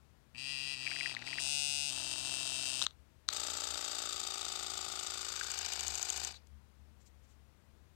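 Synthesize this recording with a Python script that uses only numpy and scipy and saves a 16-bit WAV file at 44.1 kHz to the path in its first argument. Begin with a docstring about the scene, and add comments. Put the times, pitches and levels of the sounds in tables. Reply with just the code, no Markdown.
"""At a table outdoors, the small pump drive of an opened water flosser is run twice in the hand.
First it buzzes: the shaft knocks on the housing once a turn, the gear throbs and loose parts clack.
Then it pumps hard, its gear thudding and rasping under the load of each stroke, and a hand cups the
pump head. Fingers brush the plastic; a far engine drones in the quiet air. Only the left channel is live.
"""
import sys
import numpy as np
from scipy import signal
from scipy.fft import rfft, irfft
from scipy.io import wavfile
from scipy.ndimage import map_coordinates

SR = 44100
rng = np.random.default_rng(int(sys.argv[2]) if len(sys.argv) > 2 else 0)


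def to_wav(s):
    """Save 16-bit WAV."""
    ch = np.atleast_2d(s).T  # columns
    pcm = np.round(np.clip(ch, -1, 1) * 32767)  # PCM
    wavfile.write(sys.argv[1], SR, pcm.astype(np.int16))


N = 350639
TIME = np.arange(N) / SR
# hollow of the hand cupped round the pump head: pitch_hz, width_hz, gain_db
HAND_HOLLOW = [(1503, 270, 0)]


def from_db(db):
    """Decibels to gain."""
    return 10 ** (np.asarray(db) / 20)


def rms_one(x):
    """Scale to rms 1."""
    return x / np.sqrt(np.mean(x ** 2) + 1e-20)


def along(rows):
    """One automation curve per column after the time, in straight lines."""
    times, *columns = np.transpose(rows)
    return [np.interp(TIME, times, column) for column in columns]


def blend(first, second, share):
    """Constant-power crossfade."""
    share = np.clip(share, 0, 1)
    return np.sqrt(1 - share) * first + np.sqrt(share) * second


def swell(age, attack, hold, release):
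    """Rise, hold, then die away."""
    return np.clip(age / attack, 0, 1) * np.exp(-np.maximum(age - attack - hold, 0) / release)


def noise():
    """White noise."""
    return rng.standard_normal(N)


def drift(rate_hz):
    """Random wander between points of spread 1."""
    knots = rng.standard_normal(4000)
    return np.interp(TIME * rate_hz, np.arange(len(knots)), knots)


def add(out, start_s, sound):
    """Mix a sound in at a time."""
    start = round(start_s * SR)
    out[start:start + len(sound)] += sound[:N - start]


def butter(x, order, hz, kind):
    """Low-, high- or band-pass filter."""
    return signal.sosfilt(signal.butter(order, hz, kind, fs=SR, output="sos"), x)


def colour(x, spectrum, size=4096):
    """Minimum-phase EQ with the given curve, rolled off beyond its ends; rms 1."""
    hz, db = np.transpose(spectrum)
    grid = np.maximum(np.fft.rfftfreq(size, 1 / SR), 1)
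    octaves_outside = np.abs(np.log2(grid / np.clip(grid, hz[0], hz[-1])))
    curve_db = np.interp(np.log(grid), np.log(hz), db) - 20 * np.minimum(octaves_outside, 2)
    cepstrum = irfft(np.log(from_db(curve_db)))
    cepstrum[1:size // 2] *= 2
    cepstrum[size // 2 + 1:] = 0
    impulse = irfft(np.exp(rfft(cepstrum)))
    return rms_one(signal.oaconvolve(x, impulse)[:N])


def bent_colour(x, spectrum, ratio):
    """EQ whose peaks slide in pitch by the given ratio."""
    clock = np.cumsum(ratio)
    warped = map_coordinates(x, [np.interp(np.arange(N), clock, np.arange(N))], order=3)
    return map_coordinates(colour(warped, spectrum), [clock], order=3)


def pole_pair(hz, width_hz):
    """Feedback coefficients of one resonance."""
    radius = np.exp(-np.pi * width_hz / SR)
    return [1, -2 * radius * np.cos(2 * np.pi * hz / SR), radius * radius]


def resonate(x, modes):
    """Parallel resonances of alternating sign."""
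    x = x + 1e-18 * (np.arange(len(x)) % 3)   # keeps the tails clear of denormals
    out = 0
    for k, (hz, width, db) in enumerate(modes):
        poles = pole_pair(hz, width)
        gain = (-1) ** k * from_db(db) * (1 - poles[2]) / 2
        out = out + gain * signal.lfilter([1, 0, -1], poles, x)
    return out


def build_up(x, resonances):
    """All-pass resonances: the sound near each arrives a few milliseconds late."""
    for hz, width in resonances:
        poles = pole_pair(hz, width)
        x = signal.lfilter(poles[::-1], poles, x)
    return x


def contacts(turns, spread_db, jitter_s=0):
    """A click at every whole turn, each with its own strength and a small timing slip."""
    at = np.interp(np.arange(np.ceil(turns[0]), turns[-1]), turns, np.arange(N))
    size, late = rng.standard_normal((6000, 2))[:len(at)].T
    near = at.astype(int)
    at = at + late * (jitter_s * SR * np.ones(N))[near]
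    strength = from_db(size * (spread_db * np.ones(N))[near])
    taps = at.astype(int)[:, None] + np.arange(-7, 9)
    offset = taps - at[:, None]
    # a windowed sinc lets each click land between samples
    clicks = np.sinc(offset) * np.cos(np.pi * offset / 16) ** 2 * strength[:, None]
    return rms_one(np.bincount(np.clip(taps, 0, N - 1).ravel(), clicks.ravel(), N))


def friction(cycles, fresh, size=1600):
    """The same worn surface passes on every cycle, so part of the scraping repeats."""
    surface = rng.standard_normal(size)
    repeating = map_coordinates(surface, [cycles % 1 * size], order=3, mode="grid-wrap")
    return rms_one(repeating + fresh * noise())


def tooth_knocks(strokes, spread_db=1.0, jitter_s=5e-5, count=5):
    """Teeth strike one after another in a fading run as the piston's load comes on."""
    # push and pull: start_strokes, spacing_strokes, level_db, loss_per_tooth_db, first_tooth_extra_db
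    runs = [(.003, .068, 0, 2.6, -1), (.494, .075, -3, 2.2, 4.5)]
    out = 0
    for start, spacing, db, loss_db, first_db in runs:
        for k in range(count):
            gain = from_db(db - loss_db * k + first_db * (k == 0))
            out = out + gain * contacts(strokes - start - k * spacing, spread_db, jitter_s)
    return rms_one(out)


def blows(events, modes, grit, grit_s, size=3000):
    """At each event a click with a short gritty tail rings a few resonances."""
    t = np.arange(size) / SR
    tail = grit * np.exp(-t / grit_s) + 0.005 * np.exp(-t / 0.03)
    out = np.zeros(N)
    for start_s, db in events:
        force = (t == 0) + rng.standard_normal(size) * tail
        ring = butter(resonate(force, modes), 2, 580, "high")
        add(out, start_s, from_db(db) * ring / np.abs(ring).max())
    return out


def far_engine(pitch_hz=71.7, trim_db=-10.5, third_db=-16):
    """A distant engine drones, wavering in pitch and level."""
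    # fader of the drone: time_s, level_db
    fader = [(0, -58), (1.3, -90), (1.45, -57), (4.2, -59), (6.2, -53), (7.95, -57)]
    level_db, = along(fader)
    phase = 2 * np.pi * np.cumsum(pitch_hz + 2.92 * drift(14)) / SR
    tone = np.sqrt(2) * (np.sin(phase) + from_db(third_db) * np.sin(3 * phase))
    return tone * from_db(level_db + trim_db + 3.84 * drift(11))


def outdoor_air(gain_db=-68.5):
    """A soft, dark bed of open air."""
    # colour of the air: frequency_hz, level_db
    air_eq = [(25, -36.5), (48, -7), (80, -9.5), (125, -10.5), (170, -17), (216, -17.5), (260, -20.5),
              (500, -25), (1200, -28.5), (2000, -32), (7000, -40.5), (15600, -46.5)]
    return from_db(gain_db) * colour(noise(), air_eq)


def housing(force, speed, usual_hz, ring_follows=.2, soft_below_hz=131, soft_range_hz=14):
    """The housing rings under the shaft's knocks, dull at first, then abruptly closer and brighter."""
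    # colour of the dull tone, and of the close tone in a firm and a slack grip: frequency_hz, level_db
    dull_eq = [(400, -25), (580, -42), (690, -24), (1705, -25.5), (1975, -8.5), (2155, -29), (2400, -6),
               (2740, 2), (2965, -9.5), (3190, -7), (3685, -17.5), (4045, -8), (4405, -17), (4765, -1),
               (5250, -14.5), (5470, -11), (5710, -24), (6295, -18), (6925, -22.5), (7700, -24),
               (8150, -10.5), (8400, -21.5), (8750, -15), (10200, -32.5), (11500, -39), (14440, -36),
               (15475, -62)]
    firm_eq = [(430, -33.5), (570, -20), (715, -13), (860, -14), (1000, -70), (1290, -27), (1430, -16),
               (1860, -28), (2010, -17), (2300, -15), (2580, 1.5), (2870, 3.5), (3020, -9), (3160, -14),
               (3300, -5.5), (3650, -3.5), (4000, -3.5), (4280, -10), (4850, 1), (5130, -6), (5280, 2.5),
               (5450, -6.5), (6700, -5), (7600, -12.5), (8350, 4), (8950, -18.5), (9330, -5), (9700, -12),
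               (10600, -22), (12000, -27), (13500, -27), (15500, -37)]
    slack_eq = [(450, -22.5), (700, -18.5), (1200, -26), (1450, -20.5), (2280, -22.5), (2390, -10.5),
                (2510, -15), (2650, 1), (2790, -0.5), (2930, -6.5), (3180, -5), (3320, -11), (3850, -4),
                (3990, -15), (4250, -8), (4520, -11.5), (4780, -5), (5040, -3), (5170, -19), (5320, -7),
                (5600, -10.5), (6700, -11), (7800, -12.5), (8050, -3.5), (8400, -4.5), (8900, -9.5),
                (9300, -19), (9800, -14.5), (10200, -26), (13500, -31), (15500, -43)]
    # resonances that build up late, so each knock swells after its tick: pitch_hz, width_hz
    late_dull = [(2700, 580), (3900, 130), (4770, 360), (8300, 140)]
    late_close = [(3000, 100), (3800, 150), (4800, 170)]
    # the knocking switches abruptly to a closer, brighter tone with sharp ticks: time_s, share
    close_curve = [(1.395, 0), (1.398, 1)]
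    # the grip slackens: time_s, share
    slack_curve = [(1.885, 0), (1.91, 1)]
    (close,), (slack,) = along(close_curve), along(slack_curve)
    bend = (speed / usual_hz) ** ring_follows
    dull = build_up(bent_colour(force + .3 * noise(), dull_eq, bend), late_dull)
    # a slow shaft lands softly and loses its treble
    softness = np.clip((soft_below_hz - speed) / soft_range_hz, 0, .8)
    dull = dull + softness * (butter(dull, 4, 3300, "low") - dull)
    bright = blend(colour(force, firm_eq), colour(force, slack_eq), slack)
    return blend(dull, build_up(bright, late_close), close)


def gear_throb(turns, scrape, turns_per_stroke=6, push_at_s=2.272):
    """The gear rattles with each push and pull of the piston, geared down from the shaft."""
    # colour of the rattle: frequency_hz, level_db
    rattle_eq = [(200, -3.5), (330, -1.5), (450, -3.5), (560, -8), (720, 3.5), (880, 0.5), (1100, -4),
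                 (1450, -2), (1800, -7), (2300, -12), (4000, 1.5)]
    strokes = (turns - np.interp(push_at_s, TIME, turns)) / turns_per_stroke
    return colour(tooth_knocks(strokes, spread_db=2, jitter_s=9e-5) + .5 * scrape, rattle_eq)


def buzz(on_s=0.344, off_s=2.855, fade_s=0.0039, stall_hz=98, usual_hz=138.25, throb_db=-52.5):
    """The unbalanced shaft hums and knocks once a turn; when loose it chatters and its gear throbs."""
    # shaft speed: time_s, turns_per_s
    speed_curve = [(.345, 115), (.368, 120), (.385, 133), (.45, 134), (.525, 142), (.555, 134.5),
                   (.62, 138), (.65, 136.5), (.68, 140.5), (.735, 141.8), (.755, 128), (.92, 133.7),
                   (1.0, 139.7), (1.05, 138.7), (1.12, 133.5), (1.16, 116), (1.235, 120), (1.27, 131.4),
                   (1.31, 134), (1.38, 135), (1.395, 137.4), (1.47, 136.4), (1.5, 144.6), (1.56, 143),
                   (1.65, 144), (1.71, 142.8), (1.77, 143.7), (1.885, 141.4), (1.905, 126), (1.95, 132),
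                   (2.14, 131.5), (2.25, 133), (2.64, 132.6), (2.7, 131), (2.84, 130.3)]
    # looseness of the shaft: time_s, share
    loose_curve = [(.35, 0.04), (.75, 0.15), (.9, 0.65), (1.4, 0.72), (1.46, 0.72), (1.54, 0.15),
                   (1.88, 0.17), (1.93, 0.99), (2.85, 0.79)]
    # fader of the knocking at the usual speed: time_s, level_db
    fader = [(.36, -43), (.385, -46), (.48, -43), (.72, -43), (1.0, -44), (1.385, -46), (1.398, -40),
             (1.53, -38.5), (1.87, -40.5), (1.95, -42), (2.83, -40)]
    # hum of the unbalance: harmonic, level_db
    unbalance = [(1, -65), (2, -69.5)]
    (speed,), (loose,), (level_db,) = map(along, (speed_curve, loose_curve, fader))
    turns = np.cumsum(speed * (1 + .0007 * drift(25) + .002 * loose * drift(60))) / SR
    scrape = rms_one(friction(turns, fresh=1.8, size=340) * np.exp(-(turns % 1) / 1.5))
    chatter = .55 * loose * scrape
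    force = contacts(turns, spread_db=1.8 * loose, jitter_s=1.1e-5 * loose) + chatter
    # the shaft hits harder the further its speed lies above the stall
    force_db = 20 * np.log10(np.maximum(speed - stall_hz, 1) / (usual_hz - stall_hz))
    knock = housing(force, speed, usual_hz) * from_db(level_db + 0.85 * force_db)
    throb = gear_throb(turns, scrape) * loose * from_db(throb_db)
    hum = sum(np.sqrt(2) * from_db(db) * np.sin(2 * np.pi * k * turns) for k, db in unbalance)
    gate = np.clip(np.minimum(TIME - on_s, off_s - TIME) / fade_s, 0, 1)
    return gate * (knock + throb + hum)


def loose_clacks():
    """Loose parts strike with dull, midrange clacks."""
    # clacks: start_s, level_db
    cues = [(0.865, -21.5), (0.875, -24.5), (0.914, -20.5), (0.925, -37), (0.961, -30.5), (1.008, -23.5),
            (1.058, -25.5), (1.111, -33), (1.1656, -28.5), (1.2215, -29.5), (1.2743, -29), (1.329, -27.5),
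            (1.383, -26)]
    # ring of a loose part: pitch_hz, width_hz, gain_db
    part_modes = [(1660, 250, -5.5), (1900, 150, 5.5), (2590, 700, 2)]
    return butter(blows(cues, part_modes, grit=0.3, grit_s=0.001), 3, [1450, 2550], "band")


def frame_jolts():
    """The whole frame jolts sharply as the drive stalls, stops and starts."""
    # jolts: start_s, level_db
    cues = [(1.1495, -30.5), (2.8168, -22), (2.824, -18), (2.866, -19), (2.908, -46), (3.288, -16),
            (3.328, -27.5), (6.343, -42), (6.376, -57)]
    # ring of the frame: pitch_hz, width_hz, gain_db
    frame_modes = [(1280, 270, -7), (2720, 400, -11), (3720, 470, 3), (4130, 1230, -4.5),
                   (6070, 1300, -13.5), (8430, 600, -21)]
    return blows(cues, frame_modes, grit=0.22, grit_s=0.00058)


def gear_run_out(scrape):
    """The gear scrapes briefly as it stops and starts."""
    # scrapes: start_s, hold_s, level_db
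    cues = [(2.847, 0.012, -49), (3.279, 0.0016, -51), (3.298, 0.0034, -43.5), (3.319, .008, -46),
            (6.329, 0.037, -57.5)]
    # ring of the gear: pitch_hz, width_hz, gain_db
    gear_modes = [(4050, 510, 9), (7600, 2400, -13.5)]
    envelope = sum(from_db(db) * swell(TIME - s, 0.0052, hold_s, 0.0051) for s, hold_s, db in cues)
    return rms_one(resonate(scrape, gear_modes)) * envelope


def piston_load(strokes, idle_force_db=-1.5, idle_friction_db=-9):
    """Tooth force and friction in dB: a long push and a sharp pull per stroke, idling in between."""
    # push and pull: start_strokes, attack_strokes, hold_strokes, release_strokes, force_db, friction_db
    half_strokes = [(0.94, 0.046, 0.22, 0.027, 2, -2.5), (0.4534, 0.042, 0.011, 0.078, 0, -4)]
    force, drag = from_db(idle_force_db), from_db(idle_friction_db)
    for start, attack, hold, release, force_db, friction_db in half_strokes:
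        effort = swell((strokes - start) % 1, attack, hold, release)
        force = force + from_db(force_db) * effort
        drag = drag + from_db(friction_db) * effort ** 2
    return 20 * np.log10(force), 20 * np.log10(drag)


def gear_thud(force, bedded, held, gain_db=-52, damping_db=1.5):
    """Tooth force thuds through the gear case, whose tone shifts as it beds in and is held."""
    # case running free, bedded in, muffled by the hand: pitch_hz, width_hz, gain_db
    free_modes = [(287, 81, -2), (594, 72, 7), (830, 430, -1), (1187, 133, 4), (1397, 128, 5),
                  (2200, 290, -22)]
    bedded_modes = [(195, 47, -2), (393, 85, -6.5), (568, 160, 1), (721, 350, 6), (1012, 28, 1),
                    (1250, 207, 2.5), (1405, 190, 2.5), (1970, 370, -15.5)]
    held_modes = [(367, 170, -6), (575, 120, 0.5), (722, 166, 4), (980, 110, 3.5), (1360, 180, 0.5),
                  (1600, 360, -4)]
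    thud = blend(rms_one(resonate(force, free_modes)), rms_one(resonate(force, bedded_modes)), bedded)
    thud = blend(thud, rms_one(resonate(force, held_modes)), held ** 2)
    return butter(thud, 2, 160, "high") * from_db(gain_db - damping_db * held ** 2)


def gear_rasp(scrape, hits, force_db, friction_db, held, shell_share=0.58):
    """Teeth scrape under load and ring the open shell; returns the rasp and its bright top layer."""
    # colours of both layers, open and with a hand round the pump head: frequency_hz, level_db
    rasp_open = [(1060, -41.5), (1800, -14), (2200, -15.5), (2380, -16.5), (2660, -10.5), (3370, -6.5),
                 (3680, -4.5), (4220, -14.5), (4650, -6), (5390, -11.5), (5800, -15.5), (7540, -28),
                 (12800, -120)]
    rasp_held = [(1060, -24), (1800, -6.5), (2080, -13.5), (2390, -1.5), (2690, -6.5), (2940, -1),
                 (3340, -12.5), (3660, -6.5), (3960, -4.5), (4960, 0.5), (5800, -6), (7540, -21.5),
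                 (12800, -120)]
    bright_open = [(3240, -32.5), (5500, -10), (5900, -0.5), (6230, -8.5), (6510, 0.5), (6870, -6),
                   (7260, 5), (7700, -3.5), (8100, 2.5), (8410, -5.5), (9050, -13), (10000, -20.5),
                   (11400, -20), (13700, -20), (14600, -23.5), (15600, -38)]
    bright_held = [(3240, -49), (5500, -7.5), (5980, -7), (6440, -2), (6810, -7.5), (7340, -5.5),
                   (8150, -7), (8980, -22), (9580, -36.5), (10600, -29), (11700, -20), (13400, -29),
                   (15600, -42.5)]
    # shell of the pump head: pitch_hz, width_hz, gain_db
    shell_modes = [(2600, 150, -11.5), (3170, 80, -17), (3707, 120, -3), (4600, 180, -3)]
    # faders of the scraping: time_s, rasp_db, bright_db
    faders = [(3.36, -49, -47.5), (4.4, -50, -50), (5.4, -51, -51), (5.65, -46.5, -50), (5.95, -49, -47.5),
              (6.28, -49, -49)]
    rasp_db, bright_db = along(faders)
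    rasp = scrape * from_db(0.58 * friction_db + 0.047 * force_db)
    rasp = blend(colour(rasp, rasp_open), colour(rasp, rasp_held), held)
    shell = shell_share * np.sqrt(1 - held) * rms_one(resonate(hits, shell_modes))
    bright = scrape * from_db(friction_db)
    bright = blend(colour(bright, bright_open), colour(bright, bright_held), held)
    return (rasp + shell) * from_db(rasp_db), bright * from_db(bright_db)


def crank_snap(strokes, bedded, held, free_db=-60.5, held_db=-46.5):
    """Every second stroke the play in the crank snaps over and bounces once."""
    # colour of the snap: frequency_hz, level_db
    snap_eq = [(3000, -9.5), (4800, -22), (6300, -1), (7100, -0.5), (8200, -7), (9600, -27.5), (11800, -19),
               (15500, -37)]
    cycles = (strokes - 0.34 - 0.065 * held) / 2   # lands a little later when held
    grit = rms_one(noise() * np.exp(-(cycles % 1) / 0.013))
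    click = contacts(cycles, spread_db=1.3)
    bounce = contacts(cycles - 0.027, spread_db=1.7)
    # fades as the gear beds in and comes back hard under the hand
    gain = (1 - bedded) * from_db(free_db) + held ** 3 * from_db(held_db)
    return colour(click + 0.69 * bounce + 2.3 * grit, snap_eq) * gain


def tooth_slips(strokes, held):
    """The last teeth of each push slip with a tick, a little softer under the hand."""
    # slips: position_strokes, level_db
    slips = [(.15, -55), (.195, -56.5)]
    # ring of a slip: pitch_hz, width_hz, gain_db
    slip_modes = [(3700, 160, 2), (4900, 260, -8), (6870, 190, -8), (6920, 410, -1), (7980, 270, 0.5)]
    out = 0
    for position, db in slips:
        ticks = contacts(strokes - position, spread_db=1.2, jitter_s=0.000195)
        out = out + from_db(db) * rms_one(resonate(ticks, slip_modes))
    return out * (1 - 0.24 * held)


def pump(on_s=3.295, off_s=6.285, push_at_s=4.411, take_up_s=0.035, coast_db_per_s=245, tooth_count=14):
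    """Gear teeth mesh and scrape under the swinging load of the piston, then coast to rest."""
    # pumping speed: time_s, strokes_per_s
    stroke_rate = [(3.3, 28.89), (3.55, 29.63), (3.85, 28.53), (4.8, 27.4), (5.2, 27.32), (5.5, 27.67),
                   (5.9, 27.19), (6.3, 27.23)]
    # the gear beds in, later the hand closes round the pump head: time_s, share
    bedded_curve = [(4.05, 0), (4.2, 0.89)]
    grip_curve = [(5.0, 0.08), (5.6, 0.95)]
    (rate,), (bedded,), (held,) = map(along, (stroke_rate, bedded_curve, grip_curve))
    strokes = np.cumsum(rate) / SR
    strokes = strokes - np.interp(push_at_s, TIME, strokes)
    force_db, friction_db = piston_load(strokes)
    # the gear slows under each push and pull, so its teeth meet unevenly
    mesh = tooth_count * strokes - 0.398 + 0.1164 * np.sin(4 * np.pi * strokes)
    teeth = contacts(mesh, spread_db=1.8, jitter_s=8e-5)
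    hits = tooth_knocks(strokes)
    drag = rms_one(from_db(force_db) * friction(strokes, fresh=0.69))
    force = hits + .3 * drag
    swing = from_db(.5 * np.cos(np.pi * strokes) + 0.24 * drift(82))   # strong and weak strokes alternate
    scrape = friction(strokes, fresh=1.0) * from_db(0.68 * drift(1500)) + 0.53 * teeth
    rasp, bright = gear_rasp(scrape * swing, hits, force_db, friction_db, held)
    body = gear_thud(force, bedded, held) + cupped_hand(force) + rasp
    top = bright + crank_snap(strokes, bedded, held) + tooth_slips(strokes, held)
    coast = from_db(-coast_db_per_s * np.maximum(TIME - off_s, 0))
    drive = np.clip((TIME - on_s) / take_up_s, 0, 1) * coast
    # the bright sounds come last and go first
    return drive * body + drive ** 2 * top + gear_run_out(scrape)


def cupped_hand(force):
    """The gear rings the hollow of the hand as it cups the pump head."""
    # fader of the hollow ring: time_s, level_db
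    fader = [(3.3, -100), (5.2, -70), (5.45, -57.5), (5.65, -66), (6.25, -83)]
    level_db, = along(fader)
    return rms_one(resonate(resonate(force, HAND_HOLLOW), HAND_HOLLOW)) * from_db(level_db)


def thumb_knock(trim_db=4.5):
    """A thumb knocks the cupped head and rings the hollow."""
    # knock: start_s, level_db
    cues = [(5.4106, -28.5)]
    knock = blows(cues, HAND_HOLLOW, grit=0.25, grit_s=0.0014)
    return from_db(trim_db) * butter(knock, 3, [1450, 2550], "band")


def finger_brushes():
    """Skin slides briefly over plastic with a faint hiss."""
    # brushes: centre_s, level_db, half_width_s
    cues = [(6.472, -63, 0.0018), (7.018, -74.5, 0.017), (7.071, -68.5, 0.015), (7.246, -78, .015),
            (7.31, -76.5, 0.032)]
    touch = sum(from_db(db) * np.exp(-((TIME - s) / width_s) ** 2) for s, db, width_s in cues)
    # colour of the hiss: frequency_hz, level_db
    skin_eq = [(2000, -14), (5000, -8), (7500, -3), (9500, -17), (15000, -22)]
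    return touch * colour(noise(), skin_eq)


def scene():
    """Drive, handling and outdoor bed, all on the left channel."""
    flosser = buzz() + pump() + loose_clacks() + thumb_knock() + frame_jolts()
    mix = flosser + finger_brushes() + far_engine() + outdoor_air()
    return np.array([2 * mix, np.zeros(N)])


def record(dry, cutoff_hz=15800):
    """A steep low-pass cuts off the very top."""
    return signal.sosfilt(signal.ellip(12, .1, 80, cutoff_hz, fs=SR, output="sos"), dry)


dry = scene()
out = record(dry)
to_wav(out)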